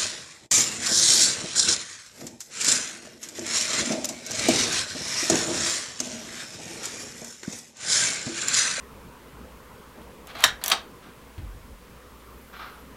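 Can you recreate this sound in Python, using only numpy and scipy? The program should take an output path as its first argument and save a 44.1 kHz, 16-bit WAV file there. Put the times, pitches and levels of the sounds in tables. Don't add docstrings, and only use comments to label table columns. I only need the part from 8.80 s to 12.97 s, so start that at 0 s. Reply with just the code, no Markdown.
import sys
import numpy as np
from scipy import signal
from scipy.fft import rfft, irfft, next_fast_len
from scipy.io import wavfile
from scipy.ndimage import uniform_filter1d, map_coordinates

SR = 44100
rng = np.random.default_rng(int(sys.argv[2]) if len(sys.argv) > 2 else 0)


def to_wav(sig):
    pcm = np.clip(np.atleast_2d(sig), -1, 1) * 32767
    pcm = np.round(pcm).astype(np.int16)
    wavfile.write(sys.argv[1], SR, pcm.T)


def voltage_ratio(level):
    return 10 ** (np.asarray(level, float) / 20)


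N = 183764


def unit(x):
    return x / np.sqrt(np.mean(x ** 2) + 1e-20)


def along(points, hz):
    f, value = np.transpose(points)
    return np.interp(np.log(hz + 1), np.log(f + 1), value)


def gate(t, start, end):
    return np.clip(np.minimum(t - start, end - t) / 0.004, 0, 1)


def swell(start, attack, hold, t60, db):
    t = np.arange(N) / SR - start
    fall_db = 60 * np.clip(t - attack - hold, 0, None) / t60
    return np.clip(t / attack, 0, 1) * voltage_ratio(db - fall_db)


def wobble(rate, count=N):
    knots = rng.standard_normal(int(count * rate / SR) + 4)
    return map_coordinates(knots, [np.arange(count) * rate / SR])


def filtered(x, response):
    m = next_fast_len(len(x) + 8192)
    return irfft(rfft(x, m) * response(np.fft.rfftfreq(m, 1 / SR)), m)[:len(x)]


def resonances(peaks):
    def response(f):
        total = 0
        for k, (centre, width, db) in enumerate(peaks):
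            damping = 1j * f * width
            total = total + (-1) ** k * voltage_ratio(db) * damping / (centre * centre - f * f + damping)
        return total
    return response


def colour_of(points):
    return lambda hz: voltage_ratio(along(points, hz))


def noise(response, count=N):
    return unit(filtered(rng.standard_normal(count), response))


def ring(modes, t, attack, rough):
    total = 0
    for hz, db, t60 in modes:
        level = voltage_ratio(db + rng.normal(0, 1) - 60 * t / t60)
        shake = rough * np.cumsum(rng.standard_normal(len(t))) / np.sqrt(SR)
        total = total + level * np.sin(2 * np.pi * hz * t + shake)
    return -(1 - np.exp(-t / attack)) * total


def add(out, s, x):
    part = out[round(s * SR):][:len(x)]
    part += x[:len(part)]


# frequency in Hz, decay t60 in seconds.
ATTIC_DECAY = [(300, 0.24), (1500, 0.28), (4000, 0.2), (8000, 0.18), (15000, 0.091)]


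def in_attic(x, wet_db):
    hz, t, z = signal.stft(rng.standard_normal(SR // 2), SR, nperseg=128)
    decay_db = -60 * t / along(ATTIC_DECAY, hz)[:, None]
    tail = signal.istft(z * voltage_ratio(decay_db), SR, nperseg=128)[1]
    delayed = np.pad(x, (130, 0))
    wet = signal.fftconvolve(delayed, tail / np.linalg.norm(tail))[:len(x)]
    return x + voltage_ratio(wet_db) * wet


# frequency in Hz, density in dB per Hz.
HOUSE_COLOUR = [(8, -44), (14, -9), (28, -23), (48, -4.5), (66, -1.5), (88, -10.5), (259, -5.5),
                (300, -12.5), (473, -7), (733, -18.5), (1040, -11.5), (1500, -18), (2600, -27), (4500, -43)]
# frequency in Hz, rms level in dB.
MAINS_HUM = [(59.8, -53.5)]
# frequency in Hz, density in dB per Hz.
HISS_COLOUR = [(900, -40), (2000, -6), (3000, -6), (4000, -9), (6000, -11.5), (11600, -13), (15900, -14)]
HOUSE_DB, HOUSE_DRIFT_DB, HISS_DB = -48, 0.73, -57.5


def background():
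    z = signal.stft(rng.standard_normal(N + 1024), nperseg=1024)[2]
    field = uniform_filter1d(rng.standard_normal(z.shape), size=8, axis=0)
    field = uniform_filter1d(field, size=6, axis=1)
    patchy = signal.istft(z * voltage_ratio(2.22 * unit(field)), nperseg=1024)[1][:N]
    house = unit(filtered(patchy, colour_of(HOUSE_COLOUR)))
    house_level = voltage_ratio(HOUSE_DB + HOUSE_DRIFT_DB * wobble(1.27))

    t = np.arange(N) / SR
    hum = np.zeros(N)
    for hz, db in MAINS_HUM:
        level = voltage_ratio(db - 1.5 + 1.1 * wobble(7.6))
        hum += level * np.sin(2 * np.pi * hz * t + 0.23 * wobble(4.05))
    return house_level * house + hum + voltage_ratio(HISS_DB) * noise(colour_of(HISS_COLOUR))


# start in seconds, peak level in dB, holder knock relative to it in dB.
BEAD_TICKS = [(1.215, -51, 6), (1.4714, -31, -8), (1.551, -39, 12), (1.5671, -39, 4), (1.586, -36, -9),
              (1.592, -34, -10), (1.6057, -26, -2.5), (1.623, -27, 3), (1.6344, -23.5, 6.5),
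              (1.8144, -43, 9.5), (1.839, -9, -15), (1.8607, -13.5, -13), (1.8807, -9.5, -15.5),
              (1.9, -10.5, -7), (2.579, -49, 12), (4.1626, -39, 1)]
# frequency in Hz, width in Hz, level in dB.
BEAD_TONE = [(3250, 530, -0.5), (6160, 620, 3), (7500, 700, 1.5), (11400, 2400, -2.5), (15000, 930, -5.5)]
# frequency in Hz, width in Hz, level in dB.
HOLDER_BODY = [(690, 150, -4.5), (1170, 350, -5), (1600, 290, -5), (2280, 660, -9.5), (3250, 340, -7),
               (4080, 620, -11.5)]


def beads():
    out, t = np.zeros(N), np.arange(SR // 3) / SR
    for s, db, body_db in BEAD_TICKS:
        tick_fall = voltage_ratio(db - 6.5 - 60 * t / 0.0054) + voltage_ratio(db - 13 - 60 * t / 0.023)
        tick = tick_fall * noise(resonances(BEAD_TONE), count=len(t))
        knock_fall = voltage_ratio(db + body_db - 8.5 - 60 * t / 0.1)
        knock = knock_fall * noise(resonances(HOLDER_BODY), count=len(t))
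        add(out, s, in_attic(tick + knock, wet_db=-6.5))
    return out


# start in seconds, length in seconds, level at full tension in dB.
CHAIN_PULLS = [
    (1.469, 0.04, -42.5),
    (1.545, 0.1, -35.5),
    (1.811, 0.1, -36),
]
TIGHTEN_SHARE, SLACK_DB, LET_GO_T60 = 0.67, -11, 0.17


def drag():
    t = np.arange(N) / SR
    pulls = np.zeros(N)
    for s, length, db in CHAIN_PULLS:
        slack = np.clip(1 - (t - s) / (TIGHTEN_SHARE * length), 0, 1)
        pulls += swell(s, 0.0037, length, LET_GO_T60, db) * voltage_ratio(SLACK_DB * slack)
    return pulls * voltage_ratio(1.94 * wobble(120)) * noise(resonances(HOLDER_BODY))


# start in seconds, level in dB, hardness in dB per octave.
FRAME_JOLTS = [
    (1.554, -48, 11),
    (1.642, -39.5, 8.5),
    (1.701, -41.5, -10),
    (2.581, -31.5, 5),
    (2.611, -44.5, 9),
    (2.644, -39, 5),
    (2.739, -35.5, 1.5),
    (2.801, -42, 3),
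    (2.915, -42, -17),
    (2.99, -48, -9),
]
# frequency in Hz, level in dB, decay t60 in seconds.
JOIST_MODES = [(45, -3, 0.3), (66, 2, 0.14), (92.4, -2.5, 0.21), (137, -12.5, 0.39), (229.7, -12, 0.089),
               (312, -7, 0.048)]
BEND_S, BEND_HOLD_S, BEND_T60, BEND_DB = 2.577, 0.12, 0.6, -34.5
BEND_HIGH_HZ, BEND_LOW_HZ, BEND_TURN_S, BEND_SPREAD_S = 89.4, 45.1, 0.0617, 0.013


def joist():
    out, t = np.zeros(N), np.arange(SR) / SR
    for s, db, hard_db in FRAME_JOLTS:
        struck = [(hz, level + hard_db * np.log2(hz / 64), t60) for hz, level, t60 in JOIST_MODES]
        add(out, s, voltage_ratio(db + 1.0) * ring(struck, t, attack=0.012, rough=1.4))
    fall = 1 / (1 + np.exp((t - BEND_TURN_S) / BEND_SPREAD_S))
    pitch = BEND_LOW_HZ + (BEND_HIGH_HZ - BEND_LOW_HZ) * fall
    level = swell(0, 0.0044, BEND_HOLD_S, BEND_T60, BEND_DB)[:SR]
    add(out, BEND_S, level * np.sin(2 * np.pi * np.cumsum(pitch) / SR))
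    return out


# start in seconds, crack in dB, ring in dB, crack t60 in seconds.
CONTACT_BLOWS = [
    (1.6392, -1, -18, .018),
    (1.6420, -7, -26, .02),
    (1.6455, -14, -10, .025),
    (1.686, -42, -28, .03),
]
PAWL_BLOWS = [
    (1.9157, -13, -26.5, 0.012),
    (1.9178, -9.5, -18.5, 0.035),
    (1.9240, -25, -19, 0.015),
]
# frequency in Hz, density in dB per Hz.
CONTACT_COLOUR = [(120, -61), (200, -25), (373, -26), (1250, -8), (1530, -2), (1940, -11), (2650, -12),
                  (3830, -0.5), (4600, -10), (7540, -12.5), (8420, -18), (13600, -20), (16000, -36)]
PAWL_COLOUR = [(120, -31), (200, -27), (299, -31.5), (986, 0.5), (1870, -6), (2210, -8), (2610, 1.5),
               (3690, 2), (6640, -10), (8270, -12), (11100, -24), (13300, -23), (16000, -30)]
# frequency in Hz, level in dB, decay t60 in seconds.
CONTACT_MODES = [(700, -10, .06), (1040, -9, .03), (1290, -9, .04), (1507, 0, .03), (1620, -16, .25),
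                 (1670, -7, .06), (3118, -8, .025), (3277, -7, .025), (3850, -3, .035), (5340, -14, .015),
                 (7700, -17, .02)]
PAWL_MODES = [(344, -11.5, 0.12), (530, -19.5, 0.17), (692, -7, 0.14), (1143, -14.5, 0.21),
              (1296, -4.5, 0.067), (1518, -3.5, 0.064), (2162, -3, 0.04), (3664, -0.5, 0.053),
              (4610, 0, 0.021), (8340, -13, .08)]


def snap(blows, colour, modes, wet_db):
    out, t = np.zeros(N), np.arange(SR // 2) / SR
    for s, crack_db, ring_db, t60 in blows:
        crack_level = (1 - np.exp(-t / 0.00016)) * voltage_ratio(crack_db - 60 * t / t60)
        crack = crack_level * noise(colour_of(colour), count=len(t))
        ringing = voltage_ratio(ring_db) * ring(modes, t, attack=0.0011, rough=32)
        add(out, s, in_attic(crack + ringing, wet_db))
    return out


# start in seconds, hold in seconds, level in dB, decay t60 in seconds.
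SOLE_STROKES = [
    (2.219, 0.064, -52.5, 0.17),
    (3.727, 0.044, -44.5, 0.22),
    (3.789, 0.038, -43, .6),
]
# frequency in Hz, width in Hz, level in dB.
STEP_BODY = [(750, 200, -8), (1220, 170, 0), (1520, 300, -4), (2400, 800, -12), (3600, 1000, -14),
             (5500, 1500, -26)]


def scuff():
    grain = voltage_ratio(1.5 * wobble(130))
    strokes = sum(swell(s, 0.008, hold, t60, db) for s, hold, db, t60 in SOLE_STROKES)
    rub = unit(grain * noise(resonances(STEP_BODY)))
    return in_attic(strokes * rub, wet_db=-5)


def strand(pitch):
    wander = 1 + 0.006 * wobble(90, count=len(pitch))
    grip = voltage_ratio(2.6 * wobble(56, count=len(pitch)))
    return grip * np.sin(2 * np.pi * np.cumsum(pitch * wander) / SR)


# time in seconds, pitch in Hz.
LOADING_GLIDE = [(3.33, 14700), (3.355, 15200), (3.42, 13200), (3.5, 12100), (3.55, 11700), (3.595, 14000),
                 (3.62, 14200), (3.665, 12950), (3.695, 13700)]
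UNLOADING_GLIDE = [(3.692, 10900), (3.732, 14000), (3.782, 13750), (3.815, 15150), (3.912, 14650),
                   (3.964, 12200), (4.01, 11600), (4.03, 9500)]
# start in seconds, length in seconds, pitch in Hz, sag in Hz, level in dB.
HINGE_CHIRPS = [(3.295, 0.031, 12800, -200, -66), (3.395, .03, 10300, 500, -68.5),
                (3.44, .025, 11200, -500, -68), (3.475, .09, 14800, -600, -68),
                (3.555, .04, 12700, -1100, -68), (3.612, .04, 12300, 1700, -59),
                (3.675, .11, 14800, -200, -68), (3.75, .07, 12500, 702, -62), (3.812, .1, 12100, -400, -68),
                (3.86, .04, 11600, 500, -68), (3.898, .065, 11400, 1698, -60),
                (3.84, .05, 14600, -300, -64), (4.01, .06, 12200, -300, -69)]
# start, attack, hold and decay t60 in seconds, level in dB.
STRAY_SWELL = (3.28, 0.5, -0.2, 3, -59)
HINGE_S, LOADING_DB, UNLOADING_DB = 3.25, -68, -65


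def squeaks():
    first = round(HINGE_S * SR)
    out, t = np.zeros(N - first), np.arange(first, N) / SR
    count = len(t)
    for glide, db in ((LOADING_GLIDE, LOADING_DB), (UNLOADING_GLIDE, UNLOADING_DB)):
        s, pitch = np.transpose(glide)
        level = voltage_ratio(db + 2.5 * wobble(29.7, count))
        out += gate(t, s[0], s[-1]) * level * strand(np.interp(t, s, pitch))
    for s, length, hz, sag_hz, db in HINGE_CHIRPS:
        sag = sag_hz * np.clip((t - s) / length, 0, 1) ** 1.5
        out += gate(t, s, s + length) * voltage_ratio(db) * strand(hz - sag)
    stray_level = swell(*STRAY_SWELL)[first:]
    for hz in (10600, 11500, 12500, 13200, 14200, 14760, 15400):
        flicker = voltage_ratio(-15 + 4.5 * wobble(30, count))
        out += stray_level * flicker * strand(hz + 450 * wobble(14, count))
    return np.pad(out, (first, 0))


def scene():
    contact = snap(CONTACT_BLOWS, CONTACT_COLOUR, CONTACT_MODES, wet_db=-9.0)
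    pawl = snap(PAWL_BLOWS, PAWL_COLOUR, PAWL_MODES, wet_db=-8)
    switch = beads() + contact + pawl
    radiated = filtered(switch, lambda hz: (1j * hz / (1j * hz + 250)) ** 2)
    steady = background() + drag() + joist() + scuff() + squeaks()
    return (radiated + filtered(steady, lambda hz: hz < 15900))[None]


def band_limit(x):
    return signal.sosfilt(signal.butter(12, 16540, fs=SR, output="sos"), x)


def record(dry):
    limited = dry / (1 + np.abs(dry) ** 8) ** (1 / 8)
    return band_limit(0.0005 + limited)


dry = scene()
out = record(dry)
to_wav(out)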